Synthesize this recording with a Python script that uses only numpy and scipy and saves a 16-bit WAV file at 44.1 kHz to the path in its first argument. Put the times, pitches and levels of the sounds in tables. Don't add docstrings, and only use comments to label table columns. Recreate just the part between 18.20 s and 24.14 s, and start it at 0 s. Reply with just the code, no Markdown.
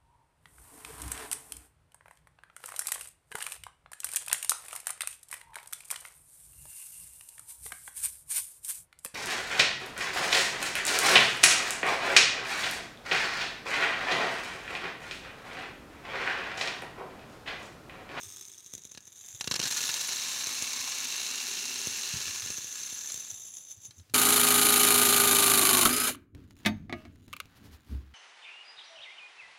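import sys
import numpy as np
from scipy import signal
from scipy.fft import irfft
from scipy.io import wavfile
from scipy.ndimage import uniform_filter1d

SR = 44100
rng = np.random.default_rng(int(sys.argv[2]) if len(sys.argv) > 2 else 0)


def store_pcm(level_fs):
    pcm = np.round(np.clip(level_fs, -1, 1) * 32767).astype(np.int16)
    wavfile.write(sys.argv[1], SR, np.atleast_2d(pcm).T)


N = 261887
TAPS = 4096
TIME = np.arange(N) / SR
HZ = np.fft.rfftfreq(TAPS, 1 / SR)
FILL_S, DRAIN_S = (1.57, 4.37), (1.8, 5.4)

# (time [s], level [dB])
STREAM_LEVEL = [(1.42, -38.5), (1.52, -35), (1.9, -37), (2.05, -37.5), (2.5, -38), (2.8, -38),
                (3.55, -38.5), (4.0, -38.5), (4.3, -42.5), (4.48, -49.5), (4.58, -45), (4.7, -47),
                (5.2, -54)]
# (time [s], lift [dB])
PATTER_LIFT = [(1.4, 3), (2.0, 3), (2.5, -2.5), (2.95, 3), (3.6, -4), (4.1, -8)]
def stream(fill, gain_db=1.8, band_hz=(3700, 3850)):
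    lumpy_db = np.interp(TIME, [1.45, 2.0, 3.8, 4.2], [5.9, 2.06, 2.0, 3.3])
    grains = impacts(per_s=3200, spread_db=3.5, bunch_db=lumpy_db, bunch_s=.005,
                     contact_s=.00018, scatter=.53, scatter_s=.0056)
    shares = [np.maximum(1 - abs(3 * fill - stage), 0) for stage in range(4)]
    patter = sum(share * through(grains, even(cup(stage))) for stage, share in enumerate(shares))
    band = signal.sosfilt(signal.butter(1, band_hz, "bandpass", fs=SR, output="sos"), patter)
    patter += (amp(curve(PATTER_LIFT)) - 1) * band
    flowing = np.interp(TIME, [1.395, 1.45, 5.0, 5.25], [0, 1, 1, 0])
    return patter * flowing * amp(curve(STREAM_LEVEL) + gain_db)


# (frequency [Hz], level [dB])
HEAP_SPECTRUM = [(40, -45), (110, -14.5), (400, -15), (620, -15.5), (900, -8.5), (2000, -8), (3000, -5.5),
                 (3400, -5), (4100, 5), (4900, -3.5), (5600, 4), (7500, -5), (10700, -12), (16000, -19)]
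# (frequency [Hz], width [Hz], lift empty [dB], 1/3 full [dB], 2/3 full [dB], full [dB])
CUP_MODES = [(253.3, 39, 4, 11.5, 15, 9.5), (392.3, 50, 6.5, 0.91, 13.5, 11),
             (600, 460, 0.5, 2.1, -1, -6.5), (1080, 130, 0.5, 6.5, -0.5, 2), (1442, 51, 7.5, 1.5, 5, 7.5),
             (1708, 145, 9, 5.5, 4.5, 9.5), (2263, 270, 1.5, 8.6, 3, 3), (2730, 360, 7, 8.4, 12, 8),
             (3200, 70, 6.5, 0.92, 5, -4), (3680, 140, 0, 3.6, 1, 0), (4170, 170, -0.5, 1, -0.5, -1.5)]
def cup(stage):
    lift_db = sum(lifts[stage] / (1 + (2 * (HZ - hz) / width) ** 2) for hz, width, *lifts in CUP_MODES)
    return impulse(read(HEAP_SPECTRUM, HZ) + lift_db)


# (time [s], crash level [dB], thud level [dB])
CLUMP_HITS = [(.748, -37.5, -56), (0.7745, -32.5, -51), (1.2095, -19.5, -49), (1.2422, -26.5, -54),
              (1.2744, -19, -36), (1.312, -15.5, -38), (1.3197, -19, -47), (1.34, -17.5, -43),
              (1.355, -22, -56), (1.3602, -18.5, -48), (1.393, -21, -39.5), (1.399, -17.5, -37),
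              (1.414, -22, -52), (1.428, -20, -60), (1.437, -20.5, -45), (1.455, -19.5, -47),
              (1.463, -22, -50), (1.69, -18, -53), (4.079, -25, -69), (4.148, -28.5, -73),
              (4.901, -29, -72), (5.708, -39, -73), (5.797, -47, -69), (5.897, -47.5, -63)]
def clumps(crash_db=-6.5, thud_db=5.5, breakup_s=.0058, top_hz=9500):
    out = np.zeros(N)
    colour = signal.lfilter(*signal.butter(1, top_hz, fs=SR), cup(0))
    for s, db, low_db in CLUMP_HITS:
        crash = even(through(burst(breakup_s), colour)) * np.sqrt(breakup_s * SR / 2)
        add(out, s, amp(db + crash_db) * crash)
        add(out, s + .00089, amp(low_db + thud_db) * thud())
    return out


# (frequency [Hz], level full [dB], level nearly empty [dB])
RATTLE_SPECTRUM = [(98, -41, -31), (380, -21, -21), (590, -37, -66), (1100, -24.5, -34), (1630, -19, -22.5),
                   (3010, -19, -11.5), (3766, -2, 0), (4230, -21, -38), (5300, -19.5, -8), (6247, 5.5, 10),
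                   (7890, -15.5, -21), (8900, -14.5, -10), (11300, -17.5, -17), (13100, -32, -16),
                   (16100, -26, -33)]
# (frequency [Hz], t60 [s], level full [dB], level nearly empty [dB])
GLASS_MODES = [(3670, 0.017, -7, -28), (6370, 0.027, -24, -1), (6230, 0.041, -3.5, 13),
               (6820, 0.036, -6, 3), (6750, 0.036, -12, 6), (7410, 0.033, -3, 8.5), (8900, 0.058, -10, -7),
               (10020, 0.083, -6.5, 5.5), (13000, 0.0062, -12, -4), (13400, 0.0044, -10, -18),
               (14400, 0.029, -18, -28)]
# (frequency [Hz], t60 [s], level [dB])
LYING_MODES = [(393, 0.075, -4), (1285, 0.084, -10.5), (3610, 0.032, 4), (5460, 0.023, 6.5),
               (8200, 0.013, 4.5), (9160, 0.0032, 5.5), (13000, .0015, 3)]
def jar(fill, ring_db=-2.5, rest_damp_db=-23, flow_damp_db=-8.5, bare_db=-5, lying_db=-2):
    lying = np.interp(TIME, [.18, .7], [1, 0])
    resting = np.interp(TIME, [.29, 1.05], [1, 0])
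    flow = np.interp(TIME, [DRAIN_S[0], FILL_S[1]], [0, 1])
    bare = np.interp(TIME, DRAIN_S, [0, 1]) ** 1.8
    drive = slide(flow, fill) + ticks()
    hz, *spectra = np.transpose(RATTLE_SPECTRUM)
    full, empty = (through(drive, even(impulse(read(np.c_[hz, db], HZ)))) for db in spectra)
    rattle = (1 - bare) * full + amp(bare_db) * bare * empty
    loaded, free = (through(drive, glass(GLASS_MODES, column=k)) for k in (2, 3))
    damp_db = rest_damp_db * resting + flow_damp_db * flow * (1 - bare)
    ring = amp(ring_db + damp_db) * ((1 - bare) * loaded + bare * free)
    return rattle + ring + amp(lying_db) * lying * through(drive, glass(LYING_MODES, column=2))


def glass(modes, column):
    t = TIME[:2 * TAPS]
    ring = np.zeros(len(t))
    for hz, t60_s, db in np.array(modes)[:, [0, 1, column]]:
        ring += amp(db - 60 * t / t60_s) / np.sqrt(t60_s) * np.sin(2 * np.pi * hz * t)
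    return even(ring)


# (time [s], level [dB])
SLIDE_LEVEL = [(0, -50.5), (.25, -53), (.42, -56.5), (.7, -56.5), (.8, -62.5), (1.02, -53.5), (1.36, -50.5),
               (1.5, -39), (2.05, -42), (3.8, -39.5), (4.5, -40), (4.88, -39.5), (5.24, -45), (5.42, -51),
               (5.6, -60.5), (5.94, -94)]
# (peak time [s], level [dB])
LAST_SPURTS = [(5.265, -46), (5.375, -43.5), (5.514, -43), (5.655, -44.5), (5.787, -55.5)]
def slide(flow, fill, trickle_per_s=750, flow_per_s=2900, rise_db_per_s=287, fall_db_per_s=380):
    per_s = trickle_per_s + (flow_per_s - trickle_per_s) * flow
    grains = impacts(per_s, spread_db=4.5, bunch_db=3.5, bunch_s=.004,
                     contact_s=.00036, scatter=.35, scatter_s=.012)
    spurts = sum(amp(db - np.maximum(rise_db_per_s * (s - TIME), fall_db_per_s * (TIME - s)))
                 for s, db in LAST_SPURTS)
    lift_db = 1 - fill
    return grains * np.hypot(amp(curve(SLIDE_LEVEL)), spurts) * amp(lift_db)


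# (time [s], level [dB], thud level [dB])
GRAIN_HITS = [(.033, -29.5, -59), (.162, -35, -63), (0.211, -31.5, -74), (.462, -33.5, -68),
              (0.5368, -23.5, -49), (.5513, -27, -54), (.5793, -30, -60), (0.6516, -30, -56),
              (.717, -31, -60), (0.8769, -35, -63), (1.086, -32, -74), (1.148, -34.5, -61),
              (2.2694, -22.5, -48.5), (2.4232, -18, -46.5), (3.6713, -21, -39.5), (4.261, -24, -49),
              (4.3029, -22.5, -45.5), (4.3822, -24.5, -50), (4.4444, -25, -54), (4.726, -28, -52.5),
              (4.9195, -23, -70), (4.943, -20.5, -52.5), (4.9756, -24.5, -60), (5.113, -25, -77),
              (5.369, -30, -78), (5.653, -33, -70)]
def ticks(gain_db=-6, contact_s=.0013):
    out = np.zeros(N)
    for s, db, _ in GRAIN_HITS:
        add(out, s, amp(db + gain_db) * even(burst(contact_s)) * np.sqrt(contact_s * SR / 2))
    return out


# (frequency [Hz], level [dB])
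CLICK_SPECTRUM = [(500, -23), (2500, -20.5), (3700, -8.5), (4800, -16.5), (6400, 10.5), (7700, -10),
                  (9000, -8.5), (11500, -18), (16000, -19)]
def clicks(click_db=-5, thud_db=8, contact_s=.0016):
    out = np.zeros(N)
    colour = impulse(read(CLICK_SPECTRUM, HZ))
    for s, db, *_ in [*GRAIN_HITS, *strays()]:
        snap = even(through(burst(contact_s, scatter=.15), colour)) * np.sqrt(contact_s * SR / 2)
        add(out, s, amp(db + click_db) * snap)
    for s, _, low_db in GRAIN_HITS:
        add(out, s, amp(low_db + thud_db) * thud())
    return out


def strays(per_s=30, mean_db=-36.5, spread_db=2.5):
    times_s = (np.arange(64) + rng.random(64)) / per_s
    levels_db = rng.normal(mean_db, spread_db, 64)
    return [(s, db) for s, db in zip(times_s, levels_db) if s < DRAIN_S[0]]


# (frequency [Hz], level [dB])
THUD_SPECTRUM = [(25, -67), (70, -8), (125, -4.5), (250, -7), (480, -11), (750, -23), (1500, -33.5),
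                 (5000, -65)]
def thud():
    push = impulse(read(THUD_SPECTRUM, HZ))
    return push / abs(push).max()


# (time [s], level [dB], length [s])
HAND_BUMPS = [(0.041, -51.5, 0.06), (1.13, -48.5, 0.039), (2.585, -55, 0.036), (3.935, -32, 0.015),
              (3.95, -41, 0.0324), (4.056, -48.5, 0.07), (4.216, -46, 0.046), (4.279, -48.5, 0.05),
              (5.107, -54, 0.051), (5.56, -53.5, 0.049), (5.675, -51.5, 0.036), (5.76, -47, 0.08),
              (5.898, -49.5, 0.041)]
# (frequency [Hz], level [dB])
RUB_SPECTRUM = [(25, 13), (55, 13), (100, 10), (200, 16), (350, 1), (600, -21), (2000, -62)]
def hands(rub_db=-14, ref_hz=104, ref_s=.045):
    out = np.zeros(N)
    rub = amp(rub_db) * noise(RUB_SPECTRUM)
    for s, db, length_s in HAND_BUMPS:
        t = np.arange(0, length_s, 1 / SR)
        hz = ref_hz * (ref_s / length_s) ** .26
        push = np.sin(2 * np.pi * hz * (t - length_s / 2)) + np.roll(rub, -round(s * SR))[:len(t)]
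        add(out, s, amp(db) * push * np.hanning(len(t)))
    return out


# (frequency [Hz], t60 [s])
HALL_DECAY = [(100, 0.66), (1000, 1), (5000, 0.098), (15000, 0.073)]
def hall(x, wet_db=-18):
    hz, t, spectrum = signal.stft(rng.standard_normal(SR), SR, nperseg=256)
    decay = amp(-60 * t / read(HALL_DECAY, hz)[:, None])
    tail = signal.istft(spectrum * decay, SR, nperseg=256)[1][:SR]
    return x + amp(wet_db) * through(x, even(tail))


# (frequency [Hz], level [dB])
AIR_SPECTRUM = [(25, -19), (50, -16), (90, 4), (200, -2.5), (400, -7), (650, -11), (2000, -11.5),
                (6000, -11.5), (16000, -22)]
def air(rms_db=-68):
    return amp(rms_db) * noise(AIR_SPECTRUM)


def impacts(per_s, spread_db, bunch_db, bunch_s, contact_s, scatter, scatter_s):
    bunches = unit(uniform_filter1d(rng.standard_normal(N), int(bunch_s * SR)))
    sizes = amp(spread_db * np.minimum(rng.exponential(1, N), 3) + bunch_db * bunches)
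    hits = sizes ** 2 * (rng.random(N) < per_s / SR)
    t = TIME[:TAPS]
    decay = np.exp(-t / contact_s) / contact_s + scatter * np.exp(-t / scatter_s) / scatter_s
    energy = abs(through(hits, decay))
    mean_energy = uniform_filter1d(uniform_filter1d(energy, size=1800), size=1200)
    return rng.standard_normal(N) * np.sqrt(energy / (abs(mean_energy) + 1e-6))


def burst(length_s, scatter=.42):
    t = TIME[:TAPS]
    envelope = np.exp(-(t / length_s) ** 2) + scatter * np.exp(-t / .008)
    return rng.standard_normal(TAPS) * envelope


def noise(spectrum):
    return unit(through(rng.standard_normal(N), impulse(read(spectrum, HZ))))


def impulse(db):
    log_gain = np.log(amp(np.concatenate([db, db[-2:0:-1]])))
    return irfft(np.exp(np.conj(signal.hilbert(log_gain)))[:len(HZ)])


def through(x, response):
    return signal.oaconvolve(x, response)[:N]


def add(mix, s, sound):
    part = mix[round(s * SR):][:len(sound)]
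    part += sound[:len(part)]


def curve(rows):
    return np.interp(TIME, *np.transpose(rows))


def read(rows, hz):
    row_hz, values = np.transpose(rows)
    return np.interp(np.log(hz + 1), np.log(row_hz), values)


def amp(db):
    return 10 ** (np.asarray(db) / 20)


def unit(x):
    return x / np.sqrt(np.mean(x ** 2) + 1e-20)


def even(response):
    return response / np.linalg.norm(response)


def scene():
    fill = np.interp(TIME, FILL_S, [0, 1])
    return air() + hall(jar(fill) + clicks() + stream(fill) + clumps() + hands())[None]


def record(dry, low_hz=40, top_hz=15850):
    heard = signal.sosfilt(signal.butter(2, low_hz, "high", fs=SR, output="sos"), dry)
    low_pass = signal.firwin(511, top_hz, window=("kaiser", 9), fs=SR)
    return signal.oaconvolve(heard, low_pass[None], "same")


dry = scene()
out = record(dry)
store_pcm(out)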